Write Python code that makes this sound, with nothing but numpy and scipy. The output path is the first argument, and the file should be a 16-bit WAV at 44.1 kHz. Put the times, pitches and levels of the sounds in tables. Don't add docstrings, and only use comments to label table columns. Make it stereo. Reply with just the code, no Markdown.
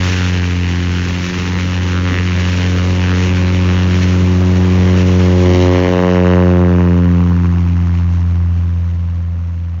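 import sys
import numpy as np
from scipy import signal
from scipy.fft import rfft, irfft
from scipy.io import wavfile
from scipy.ndimage import uniform_filter1d, minimum_filter1d, map_coordinates

SR = 44100
rng = np.random.default_rng(int(sys.argv[2]) if len(sys.argv) > 2 else 0)


def to_wav(s):
    ch = np.atleast_2d(s).T
    pcm = np.round(np.clip(ch, -1, 1) * 32767)
    wavfile.write(sys.argv[1], SR, pcm.astype(np.int16))


N = 432180
TIME = np.arange(N) / SR
BINS = np.fft.rfftfreq(N, 1 / SR)
CUTOFF_HZ = 15800

CLOSING_FROM_S, CLOSING_TO_S = 2.24, 4.8
ABEAM_S, SWING_S, DISTANCE_DOUBLES_S = 6.014, 0.43, 2.05

# time in seconds, rate in Hz.
FIRING_RATE = [(0.0, 91), (0.15, 91.06), (0.45, 88.98), (0.699, 88.17), (1.2, 89.36), (1.8, 90.2),
               (2.6, 90.2), (3.1, 90.7), (3.699, 90.7), (4.3, 91.05), (4.95, 91.46), (5.45, 90.25),
               (6.05, 90.25), (6.5, 89.6), (6.9, 87.87), (7.8, 86.75), (8.6, 86.3), (9.8, 85.1)]
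# frequency in Hz, level in dB.
BLADE_SPECTRUM = [(450, -1), (540, -1.5), (630, -8.5), (720, -12.5), (900, -12), (1020, -10), (1300, -17),
                  (2000, -20.5), (2800, -22), (3400, -33), (4300, -49)]
CRACK_SPECTRUM = [(300, -35), (680, -9.5), (850, -2.5), (1200, -0.5), (1700, 0.5), (2200, -1), (2900, -0.5),
                  (3400, -8), (5000, -9.5), (7500, -24), (10500, -26), (14000, -41)]
HISS_SPECTRUM = [(500, -24), (1500, 4), (2800, 6), (3600, -0.5), (4900, 1), (6200, 0), (7500, 0),
                 (8700, -0.5), (10500, -2.5), (12000, -9.5), (13800, -25.5), (15500, -26.5)]
SLIPSTREAM_SPECTRUM = [(100, -23.5), (300, -7.5), (450, -4.5), (700, -3), (1050, 2), (1500, -5), (2000, -7),
                       (2800, -14.5), (3400, -28.5), (8000, -31)]
RUMBLE_SPECTRUM = [(15, -26), (30, -13), (45, -7), (70, -1), (110, -0.5), (200, -2), (300, -6), (480, -8.5),
                   (650, -14.5), (1500, -47)]
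# multiple of the firing rate, level in dB within the turbulence layer, before it wavers.
UNEVEN_TONES = [(.5, -13.5), (1.5, -8), (1.749, -10), (2.499, -15.5), (3.5, -14.5), (4.5, -18.5),
                (5.5, -14.5), (6.5, -20)]
# frequency in Hz, phase by which left leads in radians.
LEFT_RIGHT_PHASE = [(20, 0), (1800, 0.21), (2700, 1.0), (3600, 0.83), (4200, 1.5), (4850, 2.5),
                    (5600, 1.62), (6500, 2), (7600, np.pi), (12000, np.pi), (13500, 3.5), (15000, 5)]
# frequency in Hz, left minus right in dB.
PORT_BALANCE = [(200, 0.098), (380, -0.13), (1200, 1), (2400, 0.59), (4400, -1.1), (8000, -0.025)]
# frequency in Hz, level in dB.
UNSHARED_AIR = [(30, -11.5), (90, -7.5), (250, -8.5), (600, -8), (1300, -18.5), (2500, -17.5), (4500, -7),
                (6500, -14), (7700, -39), (11500, -41), (14000, -13)]
# time in seconds, level in dB.
RASP_LEVEL = [(0.0, -26.5), (0.45, -28.5), (1.25, -29.5), (1.85, -29), (2.05, -27), (2.4, -29), (2.7, -29),
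              (3.1, -28.5), (3.8, -29.5), (4.1, -31), (4.3, -39), (4.85, -31.5), (5.2, -38), (5.56, -29.5),
              (5.85, -29.5), (6.3, -33), (6.7, -42), (7.3, -43.5), (7.9, -48.5), (9.8, -59)]
LAYER_CARRY = { "first order": (-13.5, -10.7, -12, 2.5, 10, -7.5, 6, 0.22),
               "second order": (-21.8, -14.3, -12.7, 1.17, 17.5, -5.5, 5.76, 0.25),
               "third order": (-28.3, -23, -20.7, 1.1, 25, 5, 5.68, 0.25),
               "fourth order": (-34, -24.5, -18.7, 0.6, 31, 8, 5.56, 0.28),
               "blade buzz": (-38, -33, -31, 1.0, 28.5, 16, 6.0, 1),
               "blade hiss": (-27.5, -29, -42.5, 2, 10.5, 2.5, 6, 1),
               "slipstream": (-36, -29.5, -35.5, 1.23, 10.5, 0.5, 5, 3),
               "turbulence": (-32.5, -30.5, -35.5, 1.5, 6, -2.5, 6, 1)}
# time in seconds, length in seconds, rise of the low turbulence in dB.
WIND_GUSTS = [(1.084, 0.04, 8.5), (1.416, 0.05, 3), (1.57, 0.04, 6.5), (1.69, 0.043, 2.5),
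              (2.14, 0.045, 10.5), (2.38, 0.038, 4), (2.74, 0.035, 5.5), (3.05, 0.041, 2.5),
              (3.293, 0.035, 6.5), (3.696, 0.04, 1.5), (5.565, 0.045, 6)]
# time in seconds, width in seconds, rise of the buzz in dB, rise of the hiss in dB.
PROPELLER_SURGES = [(0.1, 0.24, 5.5, 6), (1.32, 0.22, 0, 2.5), (2.15, 0.32, 2.5, -1),
                    (2.57, 0.18, 3.5, 3.5), (2.92, 0.23, 7, 0.5), (3.23, 0.06, 0, 4.5), (4.05, 0.11, -2, 5),
                    (4.5, 0.15, 3.5, -1.5)]
# time in seconds, centre in Hz, depth in dB.
GRASS_DIP = [(0, 630, 4), (1.0, 620, 5), (1.75, 670.3, 7), (2.6, 659.7, 1.5), (3.6, 720, 1.5),
             (4.4, 853, 0.5), (6.4, 790, -1.5), (7.001, 660, 2.5), (7.549, 517, 10.5), (8.4, 458, 6.5),
             (9.8, 406, 12)]
# time in seconds, length in seconds, centre in Hz, width in octaves, rise in dB.
RASP_FLARES = [(0.15, 0.08, 1200, 0.7, 2), (0.42, 0.06, 1800, 0.8, 2.5), (2.15, 0.07, 1900, 0.9, 6.5),
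               (3.13, 0.15, 1300, 1.1, 2.5), (3.62, 0.1, 1600, 0.9, 2.5), (4.09, 0.08, 1900, 0.9, 2),
               (5.55, 0.06, 9990, 1.5, 17), (5.628, 0.025, 9900, 1.5, 13), (5.82, 0.06, 2700, 1.0, 3)]


def amp(db):
    return 10 ** (np.asarray(db) / 20)


def unit(x):
    return x / np.sqrt(np.mean(x ** 2) + 1e-20)


def curves(rows):
    s, *columns = np.transpose(rows)
    return [np.interp(TIME, s, column) for column in columns]


def read(points, hz):
    point_hz, value = np.transpose(points)
    return np.interp(np.log(hz + 1), np.log(point_hz), value)


def colour(x, spectrum):
    return unit(irfft(rfft(x) * amp(read(spectrum, BINS)), N))


def reshape(x, gain_db):
    hz, s, z = signal.stft(x, SR, nperseg=1024, noverlap=768)
    z = z * amp(gain_db(hz[:, None], s))
    return signal.istft(z, SR, nperseg=1024, noverlap=768)[1][:N]


def drift(per_s):
    size = 2048
    hz = np.arange(size // 2 + 1) * SR / N
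    slow = irfft(rfft(rng.standard_normal(size)) / (1 + (hz / per_s) ** 4))
    return np.interp(TIME, np.linspace(0, N / SR, size), unit(slow))


def swell(at_s, width_s):
    return np.exp(-((TIME - at_s) / width_s) ** 2)


def tailward():
    return (1 + np.tanh((TIME - ABEAM_S) / SWING_S)) / 2


def passing(layer):
    far_db, close_db, behind_db, hold_s, fade_db, lobe_db, lobe_at_s, lobe_width_s = LAYER_CARRY[layer]
    coming = np.interp(TIME, [CLOSING_FROM_S, CLOSING_TO_S], [far_db, close_db])
    leaving_s = np.maximum(TIME - ABEAM_S - hold_s, 0)
    going = behind_db - fade_db * np.log2(1 + leaving_s / DISTANCE_DOUBLES_S)
    lobe = lobe_db * swell(lobe_at_s, lobe_width_s)
    return coming + tailward() * (going - coming) + lobe


def rumble(firings, noise_db=2, waver_db=2.5, buffet_db=2.0, calm_db=-1.0, wind_from_s=0.96):
    tones = np.zeros(N)
    for k, db in UNEVEN_TONES:
        phase = 2 * np.pi * (k * firings + rng.random())
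        tones += amp(db + waver_db * drift(4.8)) * np.cos(phase)
    calm = calm_db * np.clip((wind_from_s - TIME) * 10, 0, 1)
    gusts = sum(db * swell(s, length_s) for s, length_s, db in WIND_GUSTS)
    wind_db = buffet_db * drift(15) + calm + gusts
    wind = amp(noise_db + wind_db) * colour(rng.standard_normal(N), RUMBLE_SPECTRUM)
    return np.sqrt(2) * tones + wind


def throb(firings, depth, width):
    bump = np.exp((np.cos(2 * np.pi * firings) - 1) / width ** 2)
    return unit(1 + depth * bump)


def rush(firings, spectrum, depth, width, flicker_db):
    noise = rng.standard_normal(N) * throb(firings, depth, width) * amp(flicker_db * drift(25))
    return colour(noise, spectrum)


def air(firings):
    puffing = np.interp(TIME, [5.4, 6.4, 7.5, 9], [0, 1, 0.9, 0.3])
    surges_db = sum(db * swell(s, width_s) for s, width_s, _, db in PROPELLER_SURGES)
    hiss = rush(firings, HISS_SPECTRUM, depth=0.77 + 0.97 * puffing, width=0.31, flicker_db=1.6)
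    hiss = amp(passing("blade hiss") + surges_db) * hiss
    slipstream = rush(firings, SLIPSTREAM_SPECTRUM, depth=0.3 + 3.8 * puffing, width=0.38, flicker_db=1.0)
    slipstream = amp(passing("slipstream")) * slipstream
    return hiss + slipstream + amp(passing("turbulence")) * rumble(firings)


def harmonic(firings, k, swing=-2.5, sweep=8.15, lag=0.69, offset=1.51):
    phase = sweep / k - lag * min(k, 7) + offset + swing * tailward()
    return np.sqrt(2) * np.cos(2 * np.pi * k * firings + phase)


def blade_sharpness(ahead_db=-4.5, behind_db=-3.0, abeam_db=2.0, width_s=0.42, early_s=0.08):
    edge_on = abeam_db * swell(ABEAM_S - early_s, width_s)
    return ahead_db + tailward() * (behind_db - ahead_db) + edge_on


def propeller(firings, level_db, sharpness, far_flutter_db=3.0, jitter=0.002, slap_db=1.6):
    mean_hz = np.mean(np.array(FIRING_RATE), axis=0)[1]
    firings = firings + jitter * drift(25)
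    flutter = far_flutter_db * (1 - amp(level_db - level_db.max()))
    slap = slap_db * drift(51)
    out, power = np.zeros(N), np.zeros(N)
    for k in range(5, 48):
        gain = amp(read(BLADE_SPECTRUM, k * mean_hz) + sharpness * np.log2(k))
        out += gain * amp(flutter * drift(2.8) + slap * k / 20) * harmonic(firings, k)
        power += gain ** 2
    return amp(level_db) * out / np.sqrt(power)


def twinkle(x, depth_db, patch_hz, patch_s):
    field = rng.standard_normal((200, 400))

    def patches_db(hz, s):
        place = np.broadcast_arrays(hz / patch_hz, s / patch_s)
        return depth_db * map_coordinates(field, place, order=2, mode="mirror")

    return reshape(x, patches_db)


def chirp(x, s_per_octave=0.0004, centre_hz=2000):
    delay_s = -s_per_octave * np.log2((BINS + 1) / centre_hz)
    return irfft(rfft(x) * np.exp(-2j * np.pi * np.cumsum(delay_s) * SR / N), N)


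def flare(x):
    def lift_db(hz, s):
        total = 0
        for at, length, centre, octaves, db in RASP_FLARES:
            moment = np.exp(-((s - at) / length) ** 2)
            band = np.exp(-(np.log2((hz + 1) / centre) / octaves) ** 2)
            total = total + db * moment * band
        return total

    return reshape(x, lift_db)


def crackle(firings, spread_db=1.2, surge_db=1.4, echo_s=0.001625, wander=0.13, echo=0.32,
            rough=0.18, puff_s=0.00071, lead_s=0.0008):
    count = int(firings[-1])
    size, slip = rng.standard_normal((1000, 2))[:count].T
    at = np.interp(np.arange(1, count + 1), firings, TIME) - lead_s + .000008 * slip
    cylinder_db = np.resize([0.82, -0.34, -0.11, -0.33], count)
    gain = amp(cylinder_db + spread_db * size + surge_db * np.interp(at, TIME, drift(9.7)))
    cracks, paths = np.zeros(N), 4
    for path in range(paths):
        delay = echo_s * path / paths * (1 + wander * np.interp(at, TIME, drift(1.84)))
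        strength = echo * np.interp(at, TIME, np.tanh(drift(5))) if path else 1
        place = np.round((at + delay) * SR).astype(int) % N
        np.add.at(cracks, place, strength * gain)
    puffs = signal.lfilter([1], [1, -np.exp(-1 / (puff_s * SR))], cracks) * rng.standard_normal(N)
    bursts = unit(cracks) + rough * unit(puffs)
    bursts = twinkle(bursts, depth_db=1.2, patch_hz=296.0, patch_s=0.06)
    return flare(chirp(colour(bursts, CRACK_SPECTRUM)))


def drone(firings, null_s=1.31, null_width_s=0.38, flutter_db=1.07, steady_s=1.3, pipe_db=-56, shake_db=0.19):
    from_null = TIME - null_s
    null = np.sign(from_null) * np.sqrt(abs(from_null) / (abs(from_null) + null_width_s))
    first_gain = amp(passing("first order") + shake_db * drift(9.3))
    out = first_gain * null * harmonic(firings, 1, swing=3.22)
    flutter = flutter_db * (1 - swell(ABEAM_S, steady_s))
    for k, layer in enumerate(["second order", "third order", "fourth order"], 2):
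        out += amp(passing(layer) + (k - 2.0) * flutter * drift(5)) * harmonic(firings, k)
    pipe = amp(pipe_db + flutter * drift(5)) * tailward() * harmonic(firings, 6)
    return out + pipe


def over_grass(x, width_octaves=0.31):
    at, dip_hz, dip_db = np.transpose(GRASS_DIP)

    def dip(hz, s):
        octaves_away = np.log2((hz + 1) / np.interp(s, at, dip_hz))
        return -np.interp(s, at, dip_db) * np.exp(-(octaves_away / width_octaves) ** 2)

    return reshape(x, dip)


def ports(direct, scattered):
    side = np.array([[1], [-1]])
    fade = signal.windows.tukey(N, .001)
    phase = np.exp(side * 1j * read(LEFT_RIGHT_PHASE, BINS) / 2)
    pair = phase * amp(side * read(PORT_BALANCE, BINS) / 2)
    unshared = side * rfft(fade * scattered) * amp(read(UNSHARED_AIR, BINS))
    return irfft(pair * (rfft(fade * direct) + unshared), N)


def scene():
    firings = .94 + np.cumsum(curves(FIRING_RATE)[0]) / SR + .003 * drift(7.1)
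    surges_db = sum(db * swell(s, width_s) for s, width_s, db, _ in PROPELLER_SURGES)
    blades = propeller(firings, passing("blade buzz") + surges_db, blade_sharpness())
    exhaust = amp(curves(RASP_LEVEL)[0]) * crackle(firings)
    direct = drone(firings) + exhaust + over_grass(blades + air(firings))
    scattered = over_grass(air(firings))
    return ports(direct, scattered)


def record(dry, ceiling=1.0):
    wanted = np.minimum(1, min(ceiling, .98) / (abs(dry).max(0) + 1e-9))
    gain = uniform_filter1d(minimum_filter1d(wanted, size=601), size=601)
    lowpass = signal.firwin(511, CUTOFF_HZ, window=("kaiser", 9), fs=SR)
    return signal.oaconvolve(dry * gain, lowpass[None], "same")


dry = scene()
out = record(dry)
to_wav(out)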